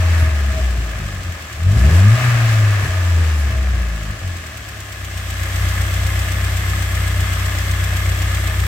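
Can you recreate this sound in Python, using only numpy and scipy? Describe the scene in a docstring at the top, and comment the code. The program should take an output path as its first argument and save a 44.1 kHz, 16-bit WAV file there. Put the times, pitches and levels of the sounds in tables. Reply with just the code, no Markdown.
"""A four-cylinder petrol van engine under its open hood. It runs down from a blip: exhaust pulses boom and
burble, the block thuds, the belt drive whines, valves clatter, the chain rasps, a panel sings, the throttle
gulps air. As speed sags, a loose tappet ticks through and the idle valve opens with a hiss. At 1.5 s a
second blip lifts the speed to its peak at 2.2 s; a longer, burbling run-down follows. From 4.9 s the idle
takes hold and the whole engine grows louder."""
import sys
import numpy as np
from scipy.fft import rfft, irfft, next_fast_len
from scipy.io import wavfile
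from scipy.ndimage import map_coordinates

SR = 44100
rng = np.random.default_rng(int(sys.argv[2]) if len(sys.argv) > 2 else 0)


def digitize_waveform(pressure):
    """Quantize a signal to 16-bit integers and store it at the path in sys.argv[1].

    Rows of a 2-D input are taken as channels; values are limited to [-1, 1].
    """
    field = np.atleast_2d(pressure).T
    bounded = np.clip(field, -1, 1)
    quanta = np.round(bounded * 32767).astype(np.int16)
    wavfile.write(sys.argv[1], SR, quanta)


N = 382347

# Engine speed. Each row: time in seconds, firing rate in Hz.
FIRING_RATE = [(0.0, 86.66), (0.2, 81.38), (0.46, 69.08), (1.0, 52.3), (1.55, 35.51), (1.76, 53.67),
               (2.0, 93.54), (2.2, 123.93), (2.98, 91.34), (3.2, 83.12), (3.44, 71.29), (4.0, 53.84),
               (4.58, 35.6), (5.15, 31.01), (6.25, 31.87), (7.0, 31.44), (8.67, 31.61)]
# Pipe boom, throttle shut. 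Each row: firing rate in Hz, level in dB.
PIPE_BOOM = [(31, -30), (35, -33.5), (40, -35), (43.5, -25.5), (54, -24.5), (62, -14.5), (72, -16),
             (83, -12), (94, -17.5), (104, -11.5), (122, -13)]
# Exhaust pulse; fractional orders come from unequal cylinders.
# Each row: multiple of the firing rate, overrun weight in dB, loaded weight in dB.
PULSE_ORDERS = [(.5, -33, -32), (.75, -39, -35), (1, 3, 1), (1.5, -28, -33), (2, -23, -5.5),
                (2.75, -45, -22), (3, -18.5, -12.5), (4, -21.5, -15.5), (5, -37.5, -24), (6, -36, -28)]
# Uneven firings. Each row: time in seconds, pop level in dB, drop of the exhaust note in dB.
UNEVEN_FIRINGS = [(.235, -24, -1), (.285, -36, 2), (.57, -23, 16), (.812, -26, -2.5), (.98, -31, 4),
                  (1.02, -29, -3), (1.21, -30.5, 9), (1.29, -36, -6), (1.785, -17, 5.5), (1.855, -30, -1),
                  (1.905, -21, 4), (2.19, -49, 8.5), (2.86, -17, 6), (3.19, -20.5, -1.5), (3.53, -26, 6),
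                  (3.75, -25.5, 4), (4.1, -34, -3.5), (4.18, -36, 15), (4.26, -36, -1)]
# Knocks and tappets; the loose tappet strikes twice. Each row: place in the cycle 0-1, weight in dB.
CYCLE_KNOCKS = [(.02, -10.5), (.055, -7), (.095, -4), (.18, -4), (.27, -14), (.31, -2), (.4, -2), (.52, -5),
                (.56, -14.5), (.63, -3), (.7, -7.5), (.785, -6.5), (.84, -2), (.9, -17), (.965, -4)]
TAPPET_STRIKES = [(.105, 5), (.138, 5.5), (.385, -12), (.625, -12), (0.881, -1)]
# Belt and timing gear tones. Each row: multiple of the firing rate, relative level in dB.
WHINE_ORDERS = [(5, -10.5), (6, -4.5), (7, -13), (8, -19), (10, -9.5), (11.45, -6.5), (15.2, -19)]
# Panel swells and throttle gulps. Each row: peak time in seconds, level in dB.
PANEL_SWELLS = [(.02, -40), (.26, -33.5), (.58, -32), (.95, -41.5), (2.19, -35), (2.96, -32.5), (3.54, -37)]
AIR_GULPS = [(.2, -43), (1.8, -44), (1.96, -41.5), (2.85, -45), (3.4, -44)]
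# Source spectra. Each row: frequency in Hz, relative level in dB.
PIPE_SPECTRUM = [(20, -45), (31, -35.5), (41, -21), (48, -14), (63, 0), (78, 3), (95, 7.5), (108, 9),
                 (122, -14.5), (138, -4.5), (158, 0), (180, -7.5), (205, -0.5), (235, -14), (400, -25)]
GAS_SPECTRUM = [(15, -50), (35, -23), (55, 7.5), (100, 12), (150, -3), (220, -11.5), (400, -12.5),
                (900, -90)]
BLOCK_SPECTRUM = [(20, -26), (60, 17.5), (130, 3), (190, 3.5), (260, 1), (330, 0), (420, 0), (490, -2),
                  (560, 0), (740, 2.5), (820, 0), (890, -9.5), (1300, -18), (4000, -62)]
COVER_SPECTRUM = [(200, -56), (600, -16), (900, -14), (1090, -4), (1240, -4.5), (1400, -4.5), (1550, -3.5),
                  (1720, -0.5), (1900, -3), (2100, -3), (2400, -5.5), (3200, -14), (4200, -17), (9000, -28)]
CHAIN_SPECTRUM = [(1200, -54), (2800, 7), (4000, 1), (5500, 1.5), (7000, 0.5), (7800, 2.5), (9000, -9),
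                  (12000, -9.5), (16000, -14)]
TAPPET_SPECTRUM = [(1000, -13), (2500, 15.5), (4500, 9.5), (6500, 11), (8200, 13.5), (9500, 2), (16000, 6)]
IDLE_AIR_SPECTRUM = [(1300, -32), (2100, 13.5), (2450, -17), (3300, 6), (4300, -11), (7000, -6.5),
                     (8200, 3), (9200, -11), (11900, -11.5), (12650, 2), (13400, -5), (16000, -15)]
GULP_SPECTRUM = [(1500, -25), (5000, 10), (13000, 7), (16000, -25)]
# Engine bay and valve cover resonances. Each row: centre in Hz, width in Hz, lift in dB.
BAY_MODES = [(201, 41, 4.5), (321, 51, 5), (552, 31, 5), (633, 51, 6.5)]
COVER_MODES = [(1070, 22, 5), (1238, 51, 5.5), (1691, 164, 5), (2594, 31, 7.5), (3360, 15, 6)]
# Left-right likeness. Each row: frequency in Hz, coherence 0-1.
COHERENCE = [(130, 1), (300, 0.8), (700, 0.71), (1400, 0.2), (2800, 0.16), (6000, 0.05), (16000, 0)]
# Microphone balance. Each row: frequency in Hz, left minus right in dB.
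BALANCE = [(60, 1.5), (92, 1.5), (140, 2), (210, 1.5), (330, 1), (500, -0.5), (770, 5), (1170, 1.5),
           (1790, 0.5), (2740, 2.5), (4190, 2.0), (6410, -2.5), (9810, 4), (15000, 1)]

# Gestures. Each row: start, attack, release start, release length, all in seconds.
THROTTLE_S = (1.518, 0.17, 2.084, 0.091)
PULL_S = (1.63, 0.12, 1.967, 0.11)  # combustion shakes the metal
LULL_S = (2.5, 0.63, 3.66, 0.8)

SETTLE_START_S, SETTLE_SPAN_S = 4.947, 0.68
FUEL_CUT_HZ, FUEL_BACK_HZ = 52.2, 44.2
COAST_LOAD, FUELLED_LOAD = 0.048, 0.95
BOOM_OPEN_SLOW_DB, BOOM_OPEN_FAST_DB, BOOM_IDLE_LIFT_DB = -13.5, -6, 12.5


def amp(db):
    """Decibels to gain."""
    return 10 ** (np.asarray(db) / 20)


def unit(x):
    """Scale to rms 1."""
    return x / np.sqrt(np.mean(x ** 2) + 1e-20)


def along(points, hz):
    """Interpolate (Hz, value) points on a log axis."""
    knots_hz, values = np.transpose(points)
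    return np.interp(np.log(hz + 1), np.log(knots_hz + 1), values)


def ramp(x, start, span):
    """0 at start, linear to 1 over span, clipped."""
    return np.clip((x - start) / span, 0, 1)


def gesture(start_s, attack_s, end_s, release_s):
    """Attack, hold, release; 0-1."""
    t = np.arange(N) / SR
    return ramp(t, start_s, attack_s) * (1 - ramp(t, end_s, release_s))


def swells(times_s, sizes, half_width_s):
    """Sum of bell curves."""
    grid = np.arange(0, N, 32)
    bells = np.exp(-((grid[:, None] / SR - times_s) / half_width_s) ** 2)
    return np.interp(np.arange(N), grid, bells @ sizes)


def wobble(knot_hz):
    """Smooth random curve."""
    knots = rng.standard_normal(int(N * knot_hz / SR) + 4)
    return map_coordinates(knots, [np.arange(N) * knot_hz / SR])


def noise():
    """Two independent white noises."""
    return rng.standard_normal((2, N))


def filtered(x, response):
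    """Apply a frequency response."""
    size = next_fast_len(N + SR // 2)
    return irfft(rfft(x, size) * response(np.fft.rfftfreq(size, 1 / SR)), size)[..., :N]


def radiate(pair, spectrum, modes=()):
    """Colour two independent signals and spread them to stereo; mid at rms 1."""
    def response(hz):
        spread_rad = np.arccos(np.clip(along(COHERENCE, hz), 0, 1)) / 2
        lift_db = sum(db / (1 + (2 * (hz - centre) / width) ** 2) for centre, width, db in modes)
        return amp(along(spectrum, hz) + lift_db) * np.array([np.cos(spread_rad), np.sin(spread_rad)])
    mid, side = filtered(pair, response)
    return np.array([mid + side, mid - side]) / np.std(mid)


def strikes(firings, contacts, t60_s, scatter_db, jitter_s, fresh):
    """Contacts recurring every four firings; each has its own ring plus fresh noise per blow."""
    t = np.arange(SR // 16) / SR
    cycles = np.arange(int(firings[-1] / 4) + 1)
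    pair = np.zeros((2, N + SR))
    for place, db in contacts:
        chance = rng.uniform(-1, 1, (len(cycles), 2))
        delays = np.abs(jitter_s * SR * chance[:, 0]).astype(int)
        starts = np.searchsorted(firings, 4 * (cycles + place)) + delays
        blows = amp(db + scatter_db * chance[:, 1:] - 60 * t / t60_s)
        indices = (starts[:, None] + np.arange(len(t))).ravel()
        for channel in pair:
            ring = rng.standard_normal(len(t)) + fresh * rng.standard_normal(blows.shape)
            channel += np.bincount(indices, (blows * ring).ravel(), len(channel))
    return unit(pair[:, :N])


def mechanical_db(speed, settled, base_db, rise_db, power, pull_db, idle_db, lull_db=-0.97):
    """Level rises with speed, in the pull and at settled idle; eases in the long run-down."""
    gestures_db = pull_db * gesture(*PULL_S) + lull_db * gesture(*LULL_S)
    return base_db + rise_db * speed ** power + gestures_db + idle_db * settled


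def exhaust(rate_hz, firings, speed, settled):
    """Firing pulses boom in the pipe; load sharpens them, uneven firings break the note with a pop."""
    throttle = gesture(*THROTTLE_S)
    fuel = np.maximum(throttle, ramp(rate_hz, FUEL_CUT_HZ, FUEL_BACK_HZ - FUEL_CUT_HZ))
    load = COAST_LOAD + (FUELLED_LOAD - COAST_LOAD) * fuel
    open_db = BOOM_OPEN_SLOW_DB + (BOOM_OPEN_FAST_DB - BOOM_OPEN_SLOW_DB) * speed
    boom_db = along(PIPE_BOOM, rate_hz) * (1 - throttle) + open_db * throttle
    boom_db += BOOM_IDLE_LIFT_DB * settled + 0.94 * wobble(11)
    stumble = (4 * load * (1 - load)) ** 2  # half load fires unreliably
    pulses = firings - 0.19 + (0.003 + 0.032 * stumble) * wobble(25)  # valve opens after the spark
    note, power = np.zeros(N), np.zeros(N)
    for order, overrun_db, loaded_db in PULSE_ORDERS:
        weight_db = overrun_db + load * (loaded_db - overrun_db)
        flutter_db = 3 * (1 - load) * (order != 1) * wobble(21.93)
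        gain = amp(along(PIPE_SPECTRUM, order * rate_hz) + weight_db + flutter_db)
        note -= gain * np.cos(2 * np.pi * order * pulses - 0.5)
        power += gain ** 2 / 2
    times_s, pop_db, drop_db = np.transpose(UNEVEN_FIRINGS)
    uneven_db = (0.5 + 2 * stumble) * wobble(35) - swells(times_s, drop_db, half_width_s=0.036)
    pops = swells(times_s, amp(pop_db), half_width_s=0.037)
    puffs = amp(boom_db - 22 + 4 * np.cos(2 * np.pi * pulses))
    gas = (pops + puffs) * radiate(noise(), GAS_SPECTRUM)
    return amp(boom_db + uneven_db) * note / np.sqrt(power) + gas


def block_rumble(firings, level_db):
    """The block thuds with the firings and excites the bay."""
    thuds = strikes(firings, CYCLE_KNOCKS, t60_s=0.067, scatter_db=1.5, jitter_s=0.00033, fresh=0.4)
    return amp(level_db) * radiate(thuds + 0.79 * noise(), BLOCK_SPECTRUM, BAY_MODES)


def belt_whine(rate_hz, firings, level_db, db_per_octave=5.5, waver_db=2.5, flutter_rad=0.92):
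    """Belt drive and timing gear sing louder with shaft speed."""
    tones = np.zeros(N)
    for order, db in WHINE_ORDERS:
        gain = amp(db + waver_db * wobble(10))
        tones += gain * np.sin(2 * np.pi * order * firings + flutter_rad * wobble(60))
    return amp(level_db + db_per_octave * np.log2(rate_hz / rate_hz.max())) * tones


def valve_clatter(firings, level_db):
    """Valves knock and ring the cover."""
    knocks = strikes(firings, CYCLE_KNOCKS, t60_s=0.052, scatter_db=3, jitter_s=0.0002, fresh=0.71)
    gain = amp(level_db + 0.63 * wobble(10))
    return gain * radiate(knocks + 0.99 * noise(), COVER_SPECTRUM, COVER_MODES)


def chain_rasp(firings, level_db):
    """The chain rasps, tugged by each cam lobe."""
    tug_db = 1.2 * wobble(400) + 0.71 * wobble(10) - 0.35 * np.cos(2 * np.pi * firings)
    return amp(level_db) * radiate(noise() * amp(tug_db), CHAIN_SPECTRUM)


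def tappet_ticks(rate_hz, firings, level_db, db_per_octave=-9):
    """Tappets tick at low speed; oil pressure takes up the slack as speed rises."""
    taps = strikes(firings, TAPPET_STRIKES, t60_s=0.035, scatter_db=1, jitter_s=0.0004, fresh=3.2)
    slack_db = db_per_octave * np.log2(rate_hz / rate_hz.min())
    return amp(level_db + slack_db) * radiate(taps, TAPPET_SPECTRUM)


def panel_ring(ring_hz=638.5):
    """One sheet-metal resonance, wavering, in brief swells."""
    times_s, db = np.transpose(PANEL_SWELLS)
    hum = np.sin(2 * np.pi * ring_hz * np.arange(N) / SR + 0.17 * wobble(45))
    return swells(times_s, amp(db), half_width_s=0.064) * unit(hum * amp(2.2 * wobble(70)))


def throttle_gulps():
    """Short hisses of air past the throttle."""
    times_s, db = np.transpose(AIR_GULPS)
    return swells(times_s, amp(db), half_width_s=0.051) * radiate(noise(), GULP_SPECTRUM)


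def idle_air(rate_hz, firings, settled, shut_hz=53, open_hz=32, shut_db=-66, open_db=-45.5, idle_db=9):
    """The idle valve opens as speed sags; air hisses past, harder on each intake stroke."""
    opening = ramp(rate_hz, shut_hz, open_hz - shut_hz)
    level_db = shut_db + (open_db - shut_db) * opening + idle_db * settled
    stroke_db = 0.6 * np.sin(2 * np.pi * firings)
    return amp(level_db + stroke_db) * radiate(noise(), IDLE_AIR_SPECTRUM, COVER_MODES)


def scene():
    """Sum the sources; the running count of firings keeps the moving parts in step."""
    t = np.arange(N) / SR
    rate_hz = np.interp(t, *np.transpose(FIRING_RATE))
    firings = np.cumsum(rate_hz) / SR
    speed = np.log(rate_hz / rate_hz.min()) / np.log(rate_hz.max() / rate_hz.min())  # 0-1
    settled = ramp(t, SETTLE_START_S, SETTLE_SPAN_S)
    rumble_db = mechanical_db(speed, settled, base_db=-40, rise_db=7.5, power=0.77, pull_db=6, idle_db=7.5)
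    clatter_db = mechanical_db(speed, settled, base_db=-37, rise_db=10, power=2, pull_db=2.5, idle_db=7)
    rasp_db = mechanical_db(speed, settled, base_db=-43, rise_db=9.5, power=2, pull_db=3.5, idle_db=5.5)
    return (exhaust(rate_hz, firings, speed, settled)
            + block_rumble(firings, rumble_db)
            + belt_whine(rate_hz, firings, rumble_db - 2)
            + valve_clatter(firings, clatter_db)
            + chain_rasp(firings, rasp_db)
            + tappet_ticks(rate_hz, firings, rasp_db - 1.24)
            + panel_ring()
            + throttle_gulps()
            + idle_air(rate_hz, firings, settled))


def record(dry):
    """Left microphone slightly nearer and louder; peaks rounded, band limited."""
    left_lead_s, ceiling, top_hz = 0.00007, 0.96, 15900
    sides = np.array([[0.5], [-0.5]])

    def placement(hz):
        return amp(sides * along(BALANCE, hz)) * np.exp(2j * np.pi * hz * left_lead_s * sides)
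    heard = filtered(dry, placement)
    rounded = heard / (1 + np.abs(heard / ceiling) ** 10) ** 0.1
    return filtered(rounded, lambda hz: hz < top_hz)


dry = scene()
out = record(dry)
digitize_waveform(out)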